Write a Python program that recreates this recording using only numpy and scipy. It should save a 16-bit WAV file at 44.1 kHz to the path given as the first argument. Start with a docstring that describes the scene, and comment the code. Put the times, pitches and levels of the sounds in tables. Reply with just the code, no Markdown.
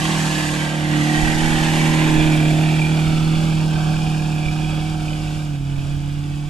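"""A small vintage four-cylinder car climbs a muddy hill at full throttle, passes and draws away.
Its uneven firings boom, bark and rasp in the exhaust; near the end the driver eases off.
Gas rushes through the engine, spinning tyres fling mud, and loose metal buzzes and clanks.
Behind it a second engine idles, far-off motors murmur and gusts buffet a hand-held stereo microphone."""
import sys
import numpy as np
from scipy import signal
from scipy.fft import rfft, irfft
from scipy.io import wavfile

SR = 44100
rng = np.random.default_rng(int(sys.argv[2]) if len(sys.argv) > 2 else 0)


def transcribe(signal):
    """Save signal, clipped to [-1, 1], as a 16-bit WAV file at the path in sys.argv[1]."""
    frames = np.atleast_2d(signal).T
    limited = np.clip(frames, -1, 1)
    pcm = np.round(limited * 32767).astype(np.int16)
    wavfile.write(sys.argv[1], SR, pcm)


N = 286209
TIME, FREQ = np.arange(N) / SR, np.arange(N // 2 + 1) * SR / N


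# How fast the engine runs; one cycle is four firings: (time [s], cycle rate [Hz])
ENGINE_SPEED = [(0.0, 39.46), (0.12, 39.65), (0.5, 37.86), (0.81, 38.23), (1.03, 37.58), (1.43, 39.41),
                (2.04, 39.1), (2.44, 38.58), (3.42, 39.54), (3.8, 38.76), (4.03, 39.04), (4.36, 38.13),
                (4.9, 38.87), (5.06, 38.08), (5.42, 37.9), (5.64, 34.62), (6.0, 35.62), (6.49, 36.6)]
def engine_cycles(wobble=0.00346):
    """Count the engine's cycles so far; its speed wobbles as the wheels grip and slip."""
    hz = curves(ENGINE_SPEED)[0] * (1 + wobble * wander(11.9))
    return np.cumsum(hz) / SR


# The four cylinders in firing order: (place in the cycle [0-1], strength [dB])
CYLINDERS = [(0.17, 0.5), (0.43, 6), (0.695, 3.2), (0.928, 1.5)]
def firings(cycles, jitter, scatter_db):
    """One pulse per firing, each a little early or late, weak or strong."""
    place, db = np.transpose(CYLINDERS)
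    whole = np.arange(int(cycles[-1]))
    chance = rng.standard_normal((300, 2, len(place)))[:len(whole)]
    due = whole[:, None] + place + jitter * chance[:, 0]
    samples = np.interp(due, cycles, np.arange(N)).astype(int)
    return np.bincount(samples.ravel(), gain(db + scatter_db * chance[:, 1]).ravel(), N)


def harmonic(cycles, multiple, lean=0.3, pipe_lag=0.0069):
    """A pure tone at a multiple of the cycle rate, timed to the firings; the pipe delays higher ones."""
    place, db = np.transpose(CYLINDERS)
    timing = np.angle(gain(db) @ np.exp(-2j * np.pi * multiple * place))
    return -np.sqrt(2) * np.cos(2 * np.pi * multiple * cycles + timing + lean - pipe_lag * multiple ** 2)


# How strong the low exhaust note is: (time [s], boom level [dB], octave level [dB])
BOOM_LEVELS = [(0.0, -21.5, -34), (0.05, -22, -29), (0.25, -20.5, -37.5), (0.38, -24, -28),
               (0.63, -23, -32.5), (0.7, -24.5, -35.5), (0.98, -20.5, -23.5), (1.36, -24, -27.5),
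               (1.81, -19.5, -29), (2.2, -19.5, -20.5), (2.4, -17, -24.5), (2.8, -17.5, -30),
               (3.99, -19, -35), (5.19, -24.5, -34), (5.71, -23.5, -39), (5.97, -23.5, -37),
               (6.44, -25, -38), (6.49, -26, -44)]
# Its tones, relative to the boom level, by the part of the car that is heard:
# (multiple of the cycle rate, front [dB], side [dB], tail [dB], burble boost [dB], throttle loss [dB])
BOOM_TONES = [(2, -26, -23, -22, -5, 8), (3, -21, -24, -20, -4, 7), (4, -3, 1.5, -1, 2, 0.5),
              (5, 3.5, -20.5, -10.5, -1, 0), (6, -19.5, -12, -23, 11, 9), (7, -16.5, -13, -32, -5, 9),
              (9, -15.5, -15.5, -29, 3.5, -1)]
def boom(cycles, views, waver_db=1.67, steady_db=0.53, octave_boost_db=1.5):
    """The exhaust booms at the firing rate and an octave up; unequal cylinders add the other tones."""
    boom_db, octave_db = curves(BOOM_LEVELS)
    burble = swell(1.35, 0.6)  # blooms as the car goes by
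    count = len(CYLINDERS)
    out = gain(octave_db + octave_boost_db + steady_db * wander(33)) * harmonic(cycles, 2 * count)
    for multiple, *view_db, burble_db, ease_db in BOOM_TONES:
        db = boom_db + np.array(view_db) @ views + burble_db * burble - ease_db * throttle_eased()
        db += (waver_db if multiple % count else steady_db) * wander(33)
        out += gain(db) * harmonic(cycles, multiple)
    return out


def sputter(cycles, relative_db=-22):
    """No two firings are equally strong, so the exhaust gurgles around its note."""
    boom_db = curves(BOOM_LEVELS)[0]
    puffs = firings(cycles, jitter=0.0012, scatter_db=3.5) * wander(164)
    return gain(boom_db + relative_db) * normalise(filtered(puffs, band(74, 353)))


# The exhaust's middle tones: (multiple of the cycle rate, front [dB], side [dB], tail [dB])
BARK_TONES = [(10, -30, -1, -1), (11, -29, -6.5, -2.5), (12, -12, 1, -5.5), (13, -9, -8, -1),
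              (14, -4.5, -3.5, -14), (15, -6.5, 1, -9.5), (16, -18, -2, -11), (17, -5, -1.5, -27),
              (18, -11, -16, -14), (19, 0, -3.5, 3), (20, -2.5, 2, 2.5), (21, -17, 0, -5),
              (22, -20, -11, -16), (23, 0, -6.5, -12), (24, -13.5, 3, -13)]
def bark(cycles, views, waver_db=1.55, pop_db=1.0, jitter=0.00071):
    """The middle tones join in a pitched pop at each firing, varying a little in strength and timing."""
    cycles = cycles + jitter * wander(57)
    pops = sum(gain(np.array(view_db) @ views + waver_db * wander(7.2)) * harmonic(cycles, multiple)
               for multiple, *view_db in BARK_TONES)
    db = passing_db(views, (-43, -39, -38.5), distance_db=25, ease_db=5.5, blocked_db=-0.5)
    return gain(db + pop_db * wander(62)) * pops


# The tone colour of the rasp: (frequency [Hz], front [dB], side [dB], tail [dB])
RASP_COLOUR = [(417, 8, 16.5, -31), (466, 2, 1, -24), (540, -9, 4, -6), (630, 1, 2, -8), (746, 3.5, 6, -5),
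               (790, 3.5, -4, -8), (850, -3, 10, -9), (1006, 0, -1, -21), (1260, 13, -6, -6)]
def rasp(cycles, views, stray_db=-1, puff_s=0.0044, bass_delay_s=0.00038, waver_db=1.5):
    """A puff of gas follows each firing and rasps in the tailpipe."""
    pulses = firings(cycles, jitter=.002, scatter_db=1.5)
    fade = 1 / (1 + 2j * np.pi * FREQ * puff_s)  # gives each pulse a short tail
    puffs = np.sqrt(np.abs(filtered(pulses ** 2, fade)))
    gas, stray = (normalise(puffs * rng.standard_normal(N)) for _ in range(2))
    source = reflections(stereo(gas, gain(stray_db) * stray), share=0.32, drift_s=0.00055)
    # the silencer holds the low notes back, which softens each puff
    silencer = band(494, 1120) * np.exp(2j * np.pi * bass_delay_s * 700 * np.exp(-FREQ / 700))
    sound = sum(view * normalise(filtered(source, silencer * gain(spectrum(RASP_COLOUR, column))))
                for column, view in enumerate(views, 1))
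    db = passing_db(views, (-36, -30.5, -27), distance_db=26, ease_db=7, blocked_db=2)
    return gain(db + waver_db * wander(42)) * sound


# Moments when the tailpipe sings: (middle [s], half length [s], level [dB])
PIPE_SWELLS = [(1.252, 0.25, -39), (4.0, 0.31, -42), (4.744, 0.58, -41.5)]
def pipe_song(cycles, multiple=19, waver_db=2.5, ease_db=5):
    """The pipe resonates with one of the engine's tones and sings on it."""
    strength = sum(gain(db) * swell(s, half_s) for s, half_s, db in PIPE_SWELLS)
    strength *= gain(waver_db * wander(41) - ease_db * throttle_eased())
    return strength * harmonic(cycles, multiple)


# The tone colour of rushing gas and flying mud: (frequency [Hz], front [dB], side [dB], tail [dB])
HISS_COLOUR = [(1103, 2.5, -5.5, 4.5), (1553, -24.5, 2, 0.5), (1554, -4.5, -2.5, 5), (2038, 2, 8, -5.5),
               (2154, -3, 3, -46), (2246, -16, 10, 3.5), (3060, -3.5, -4.5, -1.5), (3390, -13.5, 0, -1.5),
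               (3950, -8.5, -8.5, -14.5), (5260, -10.5, -10.5, -10), (6200, -10.5, -11.5, -19.5),
               (7060, -10.5, -9, -16.5), (9730, -15.5, -16, -25.5), (14700, -33.5, -27, -38.5)]
def coloured_hiss(sound, views):
    """A hiss changes colour as the car shows its front, side and tail."""
    return sum(view * normalise(filtered(sound, ringing(gain(spectrum(HISS_COLOUR, column)))))
               for column, view in enumerate(views, 1))


def engine_rush(cycles, views, clatter_db=-7, flutter_db=-0.9, waver_db=1.02):
    """The air intake rasps once a cycle, the valves clatter and gas rushes."""
    noise = stereo_noise()
    clatter = stereo(*(normalise(firings(cycles - .66, jitter=.002, scatter_db=1.8)) for _ in range(2)))
    intake = filtered(noise * throb(cycles, 0.013, 0.26) + gain(clatter_db) * clatter, band(1084, 1740))
    pulsing = throb(cycles, 0.11, 0.04) * throb(4 * cycles, 1.0, 0.15) * gain(flutter_db * wander(66))
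    gas = filtered(noise * pulsing + gain(clatter_db - 4.0) * clatter, band(2714, 3860))
    sound = reflections(intake + gas, share=0.24, drift_s=0.00017)
    db = passing_db(views, (-26.5, -23, -28.5), distance_db=20, ease_db=6, blocked_db=3.5)
    return gain(db + waver_db * wander(22)) * coloured_hiss(sound, views)


def mud_spray(cycles, views, spatter_db=1.22):
    """The tyres fling wet mud with a high, spattering hiss."""
    spatter = filtered(stereo_noise() * gain(spatter_db * wander(380)), band(3850, 14100))
    sound = reflections(spatter, share=0.27, drift_s=.00004) * throb(cycles, 0.14, 0.014)
    db = passing_db(views, (-29.5, -32, -32.5), distance_db=15, ease_db=7.5, blocked_db=6.5)
    return gain(db) * coloured_hiss(sound, views)


# Spells of buzzing metal: (middle [s], half length [s], pitch [Hz], level [dB])
BUZZES = [(0.098, 0.25, 1060, -34), (0.353, 0.12, 2680, -35), (1.2, 0.52, 1915, -29.5),
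          (1.37, 0.17, 1550, -36), (1.555, 0.44, 802, -30), (1.758, 0.39, 2990, -38),
          (1.955, 0.37, 1016, -35), (2.263, 0.67, 2370, -38.5), (2.474, 0.54, 666, -34),
          (2.824, 0.079, 2410, -33.5), (3.15, 0.21, 1314, -40.5), (3.165, 0.71, 4420, -47),
          (3.805, 0.16, 1550, -40.5), (4.2, 0.58, 1650, -47), (4.251, 0.58, 2450, -40),
          (4.459, 0.06, 2380, -34), (4.6, 0.96, 773, -47.5), (4.78, 0.1, 3300, -41.5),
          (5.109, 0.064, 2990, -42.5), (5.8, 0.084, 2610, -49)]
def buzzes(cycles, chatter_db=2, width_hz=126):
    """Firings shake loose metal, which chatters once a cycle, swelling and fading at its own pitch."""
    bursts = throb(cycles, .05, 1.8) * gain(3.5 * np.tanh(wander(35)))
    knocks = normalise(firings(cycles - .66, jitter=.003, scatter_db=2))
    shake = knocks + gain(chatter_db) * normalise(bursts * rng.standard_normal(N))
    return sum(gain(db) * swell(s, half_s) * normalise(filtered(shake, resonance(hz, width_hz) ** 2))
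               for s, half_s, hz, db in BUZZES)


# Single knocks of metal: (time [s], level [dB])
CLANKS = [(2.698, -22), (2.793, -20), (2.823, -23), (2.848, -18), (2.988, -25), (3.348, -29), (3.966, -28),
          (4.064, -26), (4.104, -27), (4.434, -29), (4.458, -34), (4.51, -35), (4.644, -27), (4.693, -28),
          (4.795, -33), (5.081, -26.5), (5.13, -30), (5.274, -30), (5.759, -37), (5.79, -35)]
# The tones each knock rings with: (pitch [Hz], relative level [dB])
CLANK_TONES = [(2450, 0.5), (2760, -10), (3300, -13)]
def clanks(rise_s=0.0017, ring_s=0.0062, detune=0.022):
    """Hard jolts make the loose metal strike; it rings briefly, never twice at quite the same pitch."""
    out = np.zeros(N)
    for s, db in CLANKS:
        near = np.abs(TIME - s) < .05
        strike = gain(db) * surge(s, rise_s, ring_s)[near]
        for hz, tone_db in CLANK_TONES:
            pitch = hz * (1 + detune * rng.standard_normal())
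            out[near] += strike * gain(tone_db) * np.sin(2 * np.pi * pitch * (TIME[near] - s))
    return out


def throttle_eased():
    """How far the driver lets off the throttle, 0-1: a quick lift, then part of it fed back."""
    return surge(5.37, rise_s=0.23, fall_s=0.18, held=0.63)


# Which part of the car faces the microphone: (time [s], view [0 front, 1 side, 2 tail])
FACING = [(0, 0.45), (1.1, 0.53), (1.7, 0.69), (2.6, 1.26), (3.1, 1.37), (3.8, 1.65), (6.49, 1.42)]
def car_views():
    """The shares of front, side and tail that are heard as the car passes."""
    facing = np.clip(curves(FACING)[0], 0, 2)
    return np.array([np.maximum(1 - np.abs(facing - view), 0) for view in range(3)])


# The car strains and slackens over the ruts: (middle [s], half length [s], level change [dB])
STRAINS = [(.15, 0.46, 1.14), (1.776, 0.23, 1.6), (3.17, 0.2, -0.5), (3.445, 0.076, 1.5), (3.966, 0.18, 1),
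           (4.975, 0.037, -2), (5.872, .1, 2)]
def passing_db(views, view_db, distance_db, ease_db, blocked_db):
    """Front, side and tail levels, blended; distance_db is lost at ten times the nearest distance."""
    nearest_s, nearest_m, speed_m_s = 0.84, 6.62, 4.56
    farther = np.hypot(1, speed_m_s * (TIME - nearest_s) / nearest_m)
    strain_db = sum(db * swell(s, half_s) for s, half_s, db in STRAINS)
    blocked = swell(0.8, 0.23)  # an onlooker hides the car for a moment
    loss_db = distance_db * np.log10(farther) + ease_db * throttle_eased() + blocked_db * blocked
    return np.array(view_db) @ views + strain_db - loss_db


def reflections(sound, share, drift_s, count=4):
    """Short echoes off the body, wheels and ruts slide as the car moves, shifting the colour."""
    out = sound
    for lag_s in np.geomspace(.0013, .0075, count):
        delayed = TIME - lag_s - drift_s * wander(1.47)
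        out = out + share * np.array([np.interp(delayed, TIME, channel) for channel in sound])
    return out / np.sqrt(1 + count * share ** 2)


def idling_engine(idle_hz=44.2, rev_hz=5, idle_db=-40.5, louder_db=7.5):
    """A dull second engine idles some way off; late on it revs gently and grows louder."""
    hz = (idle_hz + rev_hz * swell(5.3, .7)) * (1 + 0.0303 * wander(9.9))
    db = idle_db + louder_db * swell(5.2, 1.2) + 2 * wander(12)
    angle = 2 * np.pi * np.cumsum(hz) / SR
    note = np.sin(angle) + gain(-5) * np.sin(2 * angle) + gain(-13) * np.sin(3 * angle)
    return gain(db) * np.sqrt(2) * note


# Gusts of wind: (start [s], relative level [dB], fade time [s])
GUSTS = [(1.12, -22, 1.4), (2.08, -20, 0.071), (3.0, -28, 0.96), (4.35, -45, 2.3), (5.7, -32, .5)]
# The tone colour of their rumble: (frequency [Hz], relative level [dB])
WIND_COLOUR = [(10, 1), (22, -5), (45, -8), (80, -8.5), (130, -20), (300, -18.5), (900, -62)]
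# Small swirls of air: (time [s], relative level [dB], pitch [Hz])
SWIRLS = [(1.179, -15, 42), (1.235, -7, 29.69), (1.321, -14, 37), (1.441, -15, 28.6), (1.549, -16, 30.2),
          (2.14, -50, 47.83), (2.2, -20, 32), (3.08, -16, 55.4), (3.661, -19, 33.9), (4.47, -16, 41.9),
          (5.79, -13, 30)]
def wind(breeze_db=-65, rise_s=0.099, left_db=-16, right_db=2, thud_half_s=0.0084):
    """Wind rumbles and swirls thud on the microphone, both far more on the right."""
    force = gain(breeze_db) + sum(gain(db) * surge(s, rise_s, fall_s) for s, db, fall_s in GUSTS)
    colour = gain(spectrum(WIND_COLOUR)) * band(6.4, 2000, order=2)
    rumble = force * normalise(filtered(rng.standard_normal((2, N)), colour))
    thuds = sum(gain(db) * swell(s, thud_half_s) * np.sin(2 * np.pi * (hz * (TIME - s) + rng.random()))
                for s, db, hz in SWIRLS)
    return rumble * gain([[left_db], [right_db]]) + thuds * gain([[left_db - right_db], [0]])


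# The tone colour of the far-off murmur: (frequency [Hz], relative level [dB])
MURMUR_COLOUR = [(20, -34), (50, 3), (95, 7.5), (200, -37), (400, -45), (1000, -18.5), (4000, -36),
                 (15000, -42)]
def distant_motors(db=-39):
    """Far-off motors murmur over open ground."""
    level = gain(db + 0.48 * wander(0.49))
    return level * normalise(filtered(stereo_noise(), gain(spectrum(MURMUR_COLOUR))))


# How much louder the left channel is: (frequency [Hz], left minus right [dB])
BALANCE = [(40, -7), (155, -3), (310, -6.5), (500, -3), (800, -3), (1300, -5), (2400, -5.5), (3400, -2),
           (4500, 3), (7000, 0), (8500, 2.5), (10000, 9), (14000, 6)]
def microphone(sound, case_hz=1980, case_width_hz=420, bass_lead=0.37):
    """Left and right differ in colour; the left leads in the bass and the case shifts its phase."""
    tilt = gain(spectrum(BALANCE) / 2)
    shift = (1 - 2 * resonance(case_hz, case_width_hz)) * np.exp(1j * bass_lead * band(30, 310, order=2))
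    return filtered(sound, np.array([tilt * shift, 1 / tilt]) * 2 / (tilt + 1 / tilt))


# How alike left and right are: (frequency [Hz], likeness [0-1])
LIKENESS = [(400, 0.2), (800, 0.45), (1300, 0.028), (1900, 0.65), (2500, 1), (3400, 0.75), (5000, 0.27),
            (8000, 0.36), (11000, 0.054)]
def stereo(shared, other):
    """Both channels hear one sound; another reaches them with opposite signs and adds width."""
    alike = np.clip(spectrum(LIKENESS), 0, 1)
    width = np.array([[1], [-1]]) * filtered(other, np.sqrt((1 - alike) / 2))
    return filtered(shared, np.sqrt((1 + alike) / 2)) + width


def stereo_noise():
    """Hiss that is partly alike on left and right."""
    return stereo(*rng.standard_normal((2, N)))


def gain(db):
    """Turn decibels into a multiplier."""
    return 10 ** (np.asarray(db) / 20)


def normalise(x):
    """Scale to an average strength (rms) of 1."""
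    return x / np.sqrt(np.mean(x ** 2))


def curves(table):
    """A table's columns, joined by straight lines in time."""
    s, *columns = np.transpose(table)
    return [np.interp(TIME, s, column) for column in columns]


def spectrum(table, column=1):
    """One column of a table, filled in at every frequency."""
    columns = np.transpose(table)
    return np.interp(np.log(FREQ + 1), np.log(columns[0]), columns[column])


def filtered(x, response):
    """Pass a sound through a filter."""
    return irfft(rfft(x) * response, N)


def ringing(gains):
    """A filter with these gains that rings only after it is struck."""
    cepstrum = irfft(np.log(gains + 1e-5), N)
    cepstrum[1:N // 2] *= 2
    cepstrum[N // 2:] = 0
    return np.exp(rfft(cepstrum))


def band(low_hz, high_hz, order=6):
    """A filter that keeps what lies between two frequencies."""
    return ((1 + (low_hz / (FREQ + 1)) ** (2 * order)) * (1 + (FREQ / high_hz) ** (2 * order))) ** -.5


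def resonance(hz, width_hz):
    """A filter that rings at one pitch."""
    return 1j * FREQ * width_hz / (hz ** 2 - FREQ ** 2 + 1j * FREQ * width_hz)


def wander(rate_hz):
    """A smooth random drift, about 1 in size."""
    return normalise(filtered(rng.standard_normal(N), np.exp(-(FREQ / rate_hz) ** 2)))


def throb(cycles, place, sharpness):
    """A swell once per cycle, centred on a place in it."""
    return normalise(np.exp(sharpness * np.cos(2 * np.pi * (cycles - place))))


def swell(middle_s, half_s):
    """A smooth rise to 1 and fall."""
    return np.exp(-((TIME - middle_s) / half_s) ** 2)


def surge(start_s, rise_s, fall_s, held=0):
    """A straight rise to 1, then a fade towards a held share."""
    since = TIME - start_s
    fade = np.exp(-np.maximum(since - rise_s, 0) / fall_s)
    return np.clip(since / rise_s, 0, 1) * (held + (1 - held) * fade)


def scene(sway_db=-0.2):
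    """The car passes in front of the idling engine, distant motors and wind."""
    cycles, views = engine_cycles(), car_views()
    sway = gain(sway_db * wander(0.84) * np.array([[.5], [-.5]]))  # the microphone turns a little
    drone = (boom(cycles, views) + sputter(cycles)) * sway
    tailpipe = rasp(cycles, views) + bark(cycles, views) + pipe_song(cycles)
    running = engine_rush(cycles, views) + mud_spray(cycles, views) + buzzes(cycles) + clanks()
    return microphone(drone + tailpipe + running + idling_engine() + distant_motors()) + wind()


def record(dry, top_hz=14800):
    """The highest treble is cut off."""
    return signal.sosfilt(signal.ellip(8, .2, 70, top_hz, fs=SR, output="sos"), dry)


dry = scene()
out = record(dry)
transcribe(out)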